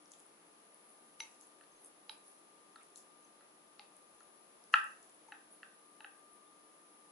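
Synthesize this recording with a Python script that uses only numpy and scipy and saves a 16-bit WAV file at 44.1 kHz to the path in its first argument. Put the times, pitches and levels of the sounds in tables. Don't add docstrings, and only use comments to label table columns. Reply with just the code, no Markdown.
import sys
import numpy as np
from scipy import signal
from scipy.fft import rfft, irfft
from scipy.io import wavfile
from scipy.ndimage import uniform_filter1d

SR = 44100
rng = np.random.default_rng(int(sys.argv[2]) if len(sys.argv) > 2 else 0)


def level_to_linear(level):
    exponent = np.asarray(level, float) / 20
    return 10 ** exponent


def generate_wav(signal):
    frames = np.transpose(np.atleast_2d(signal))
    scaled = np.clip(frames, -1, 1) * 32767
    pcm = np.round(scaled).astype(np.int16)
    wavfile.write(sys.argv[1], SR, pcm)


N = 313582
TIME_S = np.arange(N) / SR

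# (frequency [Hz], density [dB per Hz])
AIR_SPECTRUM = [(18, -61), (30, -24.5), (117, -20), (166, -8.5), (230, -2.5), (266, -7.5), (302, 0),
                (737, -2.5), (1210, -4.5), (1480, -8), (1940, -10), (4740, -16), (9270, -17.5), (9980, -16),
                (11300, -14), (14700, -57.5), (22000, -120)]
AIR_DB = -64.5
# (frequency [Hz], correlation [-1..1])
AIR_LIKENESS = [(60, 0.66), (130, 0.8), (270, 0.71), (580, 0.39), (1220, -0.082), (2600, -0.27),
                (5520, -0.023), (11700, -0.093)]

# (time [s], speed [Hz])
SHAFT_SPEED = [
    (0, 57.3),
    (5.5, 57.4),
    (6.3, 57.8),
    (7.11, 58.8),
]
CARRIER_HZ, BUZZ_DB = 10052.2, -77.5
# (order, left [dB], right [dB], left phase lead [rad])
WHINE_SIDEBANDS = [(-9, -87, -99, -.6), (-8, -89, -99, -.6), (-6, -88, -88, -1.2), (-5, -89, -95, -1.8),
                   (-4, -77, -85, -2.3), (-3, -82, -85, -.5), (-2, -73, -88, 2.3), (-1, -74, -81, -1.7),
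                   (0, -81, -93, -.7), (1, -74, -79, -2.3), (2, -75, -95, -1.1), (3, -88, -89, -.9),
                   (4, -76, -74, -1), (6, -83, -88, 3.1), (8, -81, -94, -2.5)]
HUM_LINES_HZ = (299.5, 1194.3)
# (left [dB], right [dB])
HUM_LINES_DB = [(-78.5, -82.5), (-68.5, -86.5)]

# (frequency [Hz], t60 [s])
ROOM_DECAY = [(500, 0.33), (1500, 0.37), (3000, 0.27), (6000, 0.2), (10000, 0.11)]
ROOM_DB, ROOM_GAP_S = -6.5, 0.012
ECHO_HOLD_S = 0.3

# (time [s], level [dB], pitch [Hz], length [s])
HAND_BUMPS = [
    (.36, -76, 170, .16),
    (1.7, -88, 38, .14),
    (4.12, -90, 55, .1),
    (6.29, -88, 33, .09),
]
# (start [s], level [dB], length [s])
DRAGS = [
    (0, -78, 0.6),
    (.55, -81, 0.46),
    (2.76, -73, .09),
    (3.38, -79, .12),
    (3.8, -77, .07),
    (5.15, -82, 0.26),
    (5.9, -80, .12),
]
# (time [s], level [dB], pitch [Hz], length [s])
TIP_SQUEAKS = [
    (1.418, -65, 6400, .02),
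    (1.716, -68, 6450, 0.013),
    (1.758, -68, 6400, .016),
    (1.842, -65, 6340, .012),
    (3.245, -62.5, 6350, .01),
    (4.86, -72, 6400, 0.039),
    (5.28, -74.5, 6350, .02),
    (6.165, -71, 8550, .025),
    (6.463, -72, 3600, .02),
]

# (time [s], level [dB], pitch [Hz], left minus right [dB])
WET_POPS = [(0.0575, -55, 5600, 5), (.1182, -43, 6900, 5), (.1362, -55, 6300, 1.5), (.1954, -57, 8330, 3.5),
            (.2012, -51, 7070, 2.5), (.2638, -54, 9250, 5), (.893, -53, 9070, 4), (1.2024, -45, 5500, 11),
            (1.4109, -50, 7260, 10), (1.846, -49, 8500, 5), (1.859, -48, 8700, 1.5), (1.871, -50, 8860, 6),
            (2.0954, -45, 4350, -16), (2.1795, -56, 7900, 1.5), (2.2797, -51, 9150, 5),
            (2.3915, -55, 9120, 1.5), (2.7614, -51, 9180, 6), (2.832, -46, 9250, 0),
            (2.9587, -40.5, 7210, 3), (2.9748, -41, 9190, 7.5), (2.9828, -53, 6600, 11),
            (4.1514, -57, 8800, 2.5), (3.966, -47, 9180, 1.5), (4.2043, -58, 6600, -3),
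            (4.639, -63, 5300, -16), (4.739, -47, 4600, -14), (4.7845, -54, 4550, 6),
            (4.842, -47, 8540, 2.5), (5.0285, -53.5, 7200, 11), (5.0965, -50, 7860, 1.5)]
# (time [s], level [dB])
FILM_SNAPS = [(.1124, -61), (.1182, -54), (.1362, -56), (.1954, -53), (.2638, -52), (0.744, -51),
              (.9024, -58), (1.202, -45), (1.4109, -52), (1.4692, -52), (1.611, -56), (1.846, -48),
              (1.859, -46), (2.115, -54), (2.2797, -47), (2.9748, -46.5), (2.825, -60), (3.2086, -59),
              (3.966, -51), (4.2305, -55), (4.639, -55), (4.7394, -49), (4.7848, -50.5), (4.842, -49),
              (4.9197, -55), (5.1457, -54), (5.525, -48.5), (5.5459, -53), (6.3314, -54.5)]
SNAP_T60_S, SNAP_PAN_DB = 0.003, 4.5
# (peak time [s], level [dB], finest against larger bubbles [dB], swell [s], fade [s])
JUICE_SQUEEZES = [(.116, -58, -30, .016, 0.072), (.194, -77, 4, .012, .12), (.894, -74.5, 2, .016, .056),
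                  (1.202, -55, -6.5, .012, 0.04), (1.25, -63, -14, .04, 0.2),
                  (1.408, -62.5, -8, .008, 0.098), (1.858, -70.5, 6, 0.077, .046),
                  (2.1, -62.5, -1, .016, 0.051), (2.265, -66, -2.5, .04, 0.17), (2.846, -69, -9, .045, .09),
                  (2.965, -56, -8, 0.019, 0.077), (3.97, -73, -1, .02, 0.07),
                  (4.736, -50.5, -12, 0.017, .07), (4.8, -65.5, -10, .06, 0.33),
                  (5.03, -74, -2.5, 0.028, .13), (5.524, -85, 17.5, .03, .075), (6.35, -86, 14, .055, .04)]

# (time [s], loaded lowest mode [Hz], its level [dB], even modes [dB], third mode [dB])
GLASS_BLOWS = [
    (1.203, 893, -56, -43.5, -47.5),
    (2.093, 878, -55.5, -66, -46.5),
    (2.757, 836, -73, -85, -68),
    (3.795, 832, -59.5, -62, -66),
    (4.741, 839, -46, -53, -53),
    (5.284, 900, -58, -72, -90),
    (5.321, 832, -56, -63, -66),
    (6.003, 870, -59.5, -74, -66.5),
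    (6.044, 812, -59.5, -76, -67),
]
# (frequency [Hz], t60 [s], left minus right [dB], twin apart [Hz], towards walls [dB])
BOWL_MODES = [
    (855, 0.11, 3, -22, -0.5),
    (2123, 0.055, -2, 38, -2),
    (3870, 0.071, -6, 42, -8),
    (5953, 0.045, 7, 27, 4),
]
FOURTH_DB, HARD_DB, FOURTH_SLOPE = 2, -44, 0.8

# (time [s], low bends [dB], middle bends [dB], upper bends [dB], crack [dB])
STICK_BLOWS = [
    (1.6095, -66, -61.5, -63.5, -68),
    (1.6364, -75, -68, -73, -63),
    (2.7577, -53, -57, -67, -53),
    (3.4069, -64.5, -64.5, -77, -67),
    (4.205, -61.5, -64.5, -73, -66),
    (4.7388, -18.5, -19, -19.5, -30),
    (5.3206, -56, -46.5, -49.5, -58.5),
    (5.6301, -57.5, -48, -51, -58),
    (6.0051, -63, -55.5, -52, -60),
    (6.0443, -54.5, -47.5, -46, -60),
]
# (frequency [Hz], towards phone [dB], t60 [s], towards walls [dB])
STICK_BENDS = [
    [(1338, 2, .03, 1.1), (1114, -24.5, 0.0063, -1.5)],
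    [(1565, 0.5, 0.016, 4), (1703, 4.5, .018, -1.5), (1837, 1.5, 0.016, -2.5)],
    [(2698, 3.5, 0.012, -2.5), (2868, 2.5, .008, 0.5)],
    [(3470, -5.5, 0.0044, 3), (3650, -5, .006, -1.5), (4310, 4.5, 0.0061, -4)],
]
# (time [s], level [dB], centre [Hz], t60
# [s], left minus right [dB])
TIP_HITS = [(.1362, -44.5, 3400, 0.0045, 1.5), (1.203, -29, 2830, 0.0067, 6),
            (1.2025, -33, 4500, 0.0067, .6), (1.2025, -35.5, 1330, .004, 7),
            (2.0948, -28.5, 3080, 0.0044, -12), (2.0945, -34, 4360, 0.0047, 3),
            (2.0965, -36, 1360, 0.0052, 6), (2.9585, -43, 4130, 0.0054, 1.5),
            (3.7951, -35.5, 2700, 0.005, 1.2), (3.7948, -31, 4300, 0.003, 9),
            (3.7935, -46, 1240, 0.011, 1.2), (4.739, -32, 1310, .006, -2), (4.73996, -24, 3250, .003, 1.5),
            (5.325, -52, 2600, .04, 1.5), (5.634, -56, 2700, .04, 1.5), (6.048, -54, 1560, .05, 1.5),
            (4.8, -44, 5200, .004, 1.5), (4.3, -51, 1050, 0.0073, 1.5)]
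DIP_HZ, DIP_Q, TIP_WALL_DB = 2200, 3.5, -1.5

SMEAR_DB, SMEAR_S, TOP_HZ = -29, 0.015, 11020


def on_log_hz(hz, table):
    table_hz, value = np.transpose(table)
    return np.interp(np.log(hz + 1), np.log(table_hz), value)


def sides(pan_db):
    return level_to_linear(np.array([pan_db, -np.asarray(pan_db)]) / 2)


def walk(rate_hz):
    k = int(SR / rate_hz)
    steps = np.repeat(rng.standard_normal(N // k + 1), k)
    return 1.45 * uniform_filter1d(uniform_filter1d(steps, k), k)[:N]


def band(x, lo_hz, hi_hz):
    return signal.sosfilt(signal.butter(2, [lo_hz, hi_hz], "band", fs=SR, output="sos"), x)


def high_pass(x, hz):
    return signal.sosfilt(signal.butter(3, hz, "high", fs=SR, output="sos"), x)


def ring(start_s, db, pan_db, hz, t60_s, push_s):
    out = np.zeros((2, N + SR))
    events = np.broadcast_arrays(start_s, db, pan_db, hz, t60_s)
    for one_s, one_db, one_pan_db, one_hz, one_t60_s in zip(*events):
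        t = np.arange(int(one_t60_s * SR) + 8) / SR
        rise = np.sin(np.pi / 2 * np.minimum(t / push_s, 1)) ** 2
        decay = level_to_linear(one_db - 60 * t / one_t60_s)
        tone = decay * rise * np.sin(2 * np.pi * one_hz * t)
        i = int(one_s * SR)
        out[:, i:i + len(t)] += sides(one_pan_db)[:, None] * tone
    return out[:, :N]


def slips(table, waver_hz, depth):
    out, waver = np.zeros(N), walk(waver_hz)
    for s, db, hz, length_s in table:
        i = int(s * SR) + np.arange(int(length_s * SR))
        phase = 2 * np.pi * np.cumsum(hz * (1 + depth * waver[i])) / SR
        out[i] += level_to_linear(db) * np.hanning(len(i)) * np.sin(phase)
    return out


def air():
    hz = np.arange(N // 2 + 1) * SR / N
    like = np.clip(on_log_hz(hz, AIR_LIKENESS), -1, 1)
    noise = rfft(rng.standard_normal((2, N))) * level_to_linear(on_log_hz(hz, AIR_SPECTRUM))
    mid, side = noise * np.sqrt([1 + like, 1 - like])
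    rush = irfft([mid + side, mid - side], N)
    return rush / rush.std() * level_to_linear(AIR_DB + 0.5 * walk(0.89)) * sides(1.2)[:, None]


def fridge():
    shaft = 2 * np.pi * np.cumsum(np.interp(TIME_S, *np.transpose(SHAFT_SPEED))) / SR
    carrier = 2 * np.pi * CARRIER_HZ * TIME_S
    lines = [(carrier + order * shaft, db, lead) for order, *db, lead in WHINE_SIDEBANDS]
    lines += [(2 * np.pi * hz * TIME_S, db, 0) for hz, db in zip(HUM_LINES_HZ, HUM_LINES_DB)]
    buzz = band(rng.standard_normal((2, N)), 9750, 10350)
    out = level_to_linear(BUZZ_DB) * sides(4.5)[:, None] * buzz / buzz.std()
    for phase, db, lead in lines:
        start = 2 * np.pi * rng.random() + np.array([[lead], [0]])
        level = np.sqrt(2) * level_to_linear(np.array(db)[:, None] - 1.2 + 2.5 * walk(4))
        out = out + level * np.sin(phase + start + 0.4 * walk(5))
    return out


def kitchen(x):
    t, hold = np.arange(SR // 2) / SR, int(ECHO_HOLD_S * SR)
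    places = np.pad(x.mean(axis=0), (0, -N % hold)).reshape(-1, 1, hold)
    noise = rng.standard_normal((4, 2, len(t)))
    tail = 0
    for hz in 250 * 2 ** np.arange(0, 6, 0.5):
        decay = np.exp(-np.log(1000) * t / on_log_hz(hz, ROOM_DECAY))
        tail = tail + band(noise, hz, hz * np.sqrt(2)) * decay
    tail = tail * np.clip(t / ROOM_GAP_S - 0.4, 0, 1)
    tail = tail / np.sqrt((tail ** 2).sum(axis=(1, 2), keepdims=True) / 2)
    out = np.zeros((2, N + SR))
    for k, part in enumerate(places):
        echo = signal.fftconvolve(part, tail[k % 4], axes=1)
        out[:, k * hold:(k + 1) * hold + len(t) - 1] += echo
    return level_to_linear(ROOM_DB) * out[:, :N]


def bumps():
    return slips(HAND_BUMPS, 29.8, 0.04)


def rubs():
    grains = rng.standard_normal((2, N)) * level_to_linear(3.0 * rng.exponential(size=N))
    drag = band(grains, 1250, 2500)
    stroke = 0
    for s, db, length_s in DRAGS:
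        stroke = stroke + level_to_linear(db) * np.sin(np.pi * np.clip((TIME_S - s) / length_s, 0, 1))
    return stroke * level_to_linear(2.8 * walk(25)) * drag / drag.std()


def squeaks():
    return slips(TIP_SQUEAKS, 300, 0.012) * sides(2.2)[:, None]


def pops():
    s, db, hz, pan_db = np.transpose(WET_POPS)
    return ring(s + 0.0003, db + 11.0, pan_db, hz, 15 / hz, push_s=0.00037)


def snaps():
    s, db = np.transpose(FILM_SNAPS)
    hz = 10300 * (1 + 0.02 * rng.standard_normal(len(s)))
    ticks = ring(s + 0.0003, db + 14.5, SNAP_PAN_DB, hz, SNAP_T60_S, push_s=0.0005)
    return band(ticks, 9300, 12500)


def fizz():
    grains = rng.standard_normal((2, N)) * level_to_linear(3.3 * rng.exponential(size=N))
    fine_level, large_level = np.zeros(N), np.zeros(N)
    for s, db, fine_db, swell_s, fade_s in JUICE_SQUEEZES:
        squeeze = np.interp(TIME_S, [s - swell_s, s, s + fade_s], [0, 1, 0])
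        fine_level += level_to_linear(db + fine_db) * squeeze
        large_level += level_to_linear(db) * squeeze
    fine, large = band(grains, 9500, 11200), band(grains, 5000, 9300)
    hiss = 2.1 * fine_level * fine / fine.std() + 0.5 * large_level * large / large.std()
    return sides(2.67)[:, None] * hiss


def bowl():
    s, low_hz, low_db, even_db, third_db = np.transpose(GLASS_BLOWS)
    fourth_db = even_db + FOURTH_DB + FOURTH_SLOPE * (even_db - HARD_DB)
    twin_db = -5 + 2.0 * rng.standard_normal((4, len(s)))
    out = 0
    for k, db in enumerate([low_db, even_db, third_db, fourth_db]):
        hz, t60_s, pan_db, apart_hz, wall_db = BOWL_MODES[k]
        hz = hz if k else low_hz
        pair = ring(s, db + 4.0, pan_db, hz, t60_s, push_s=0.0037)
        pair = pair + ring(s, db + twin_db[k], -pan_db, hz + apart_hz, t60_s, push_s=0.003)
        out = out + np.array([pair, level_to_linear(wall_db) * pair])
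    return out


def sticks():
    s, *group_db = np.transpose(STICK_BLOWS)
    modes = [(db, *mode) for db, group in zip(group_db, STICK_BENDS) for mode in group]
    near = far = 0
    for db, hz, near_db, t60_s, far_db in modes:
        hz = hz * (1 + 0.004 * rng.standard_normal(len(s)))
        pan_db = 0.7 + 2.5 * rng.standard_normal(len(s))
        near = near + ring(s + 0.00033, db + near_db + 9.0, pan_db, hz, t60_s, push_s=0.0018)
        far = far + ring(s, db + far_db + 8.5, 0, hz, t60_s, push_s=0.0014)
    bends = signal.lfilter(*signal.iirnotch(DIP_HZ, DIP_Q, fs=SR), [near, far])
    tip_s, tip_db, tip_hz, tip_t60_s, tip_pan_db = np.transpose(TIP_HITS)
    tips = ring(tip_s, tip_db, tip_pan_db, tip_hz, tip_t60_s, push_s=0.00062)
    return high_pass(bends + [tips, level_to_linear(TIP_WALL_DB) * tips], 930)


def scene():
    wet = pops() + snaps() + fizz() + squeaks()
    near, far = sticks() + bowl() + wet
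    return air() + fridge() + kitchen(far) + bumps() + rubs() + near


def band_limit(x):
    return signal.sosfilt(signal.butter(12, 12340, fs=SR, output="sos"), x)


def record(dry):
    count = int(SMEAR_S * SR)
    swell = np.linspace(0, 1, count) * level_to_linear(SMEAR_DB) / np.sqrt(count / 3)
    ahead = rng.standard_normal((2, count)) * swell
    smeared = dry + signal.fftconvolve(dry, ahead, axes=1)[:, -N:]
    cut = signal.sosfilt(signal.ellip(10, 0.3, 36, TOP_HZ, fs=SR, output="sos"), smeared)
    return band_limit(cut)


dry = scene()
out = record(dry)
generate_wav(out)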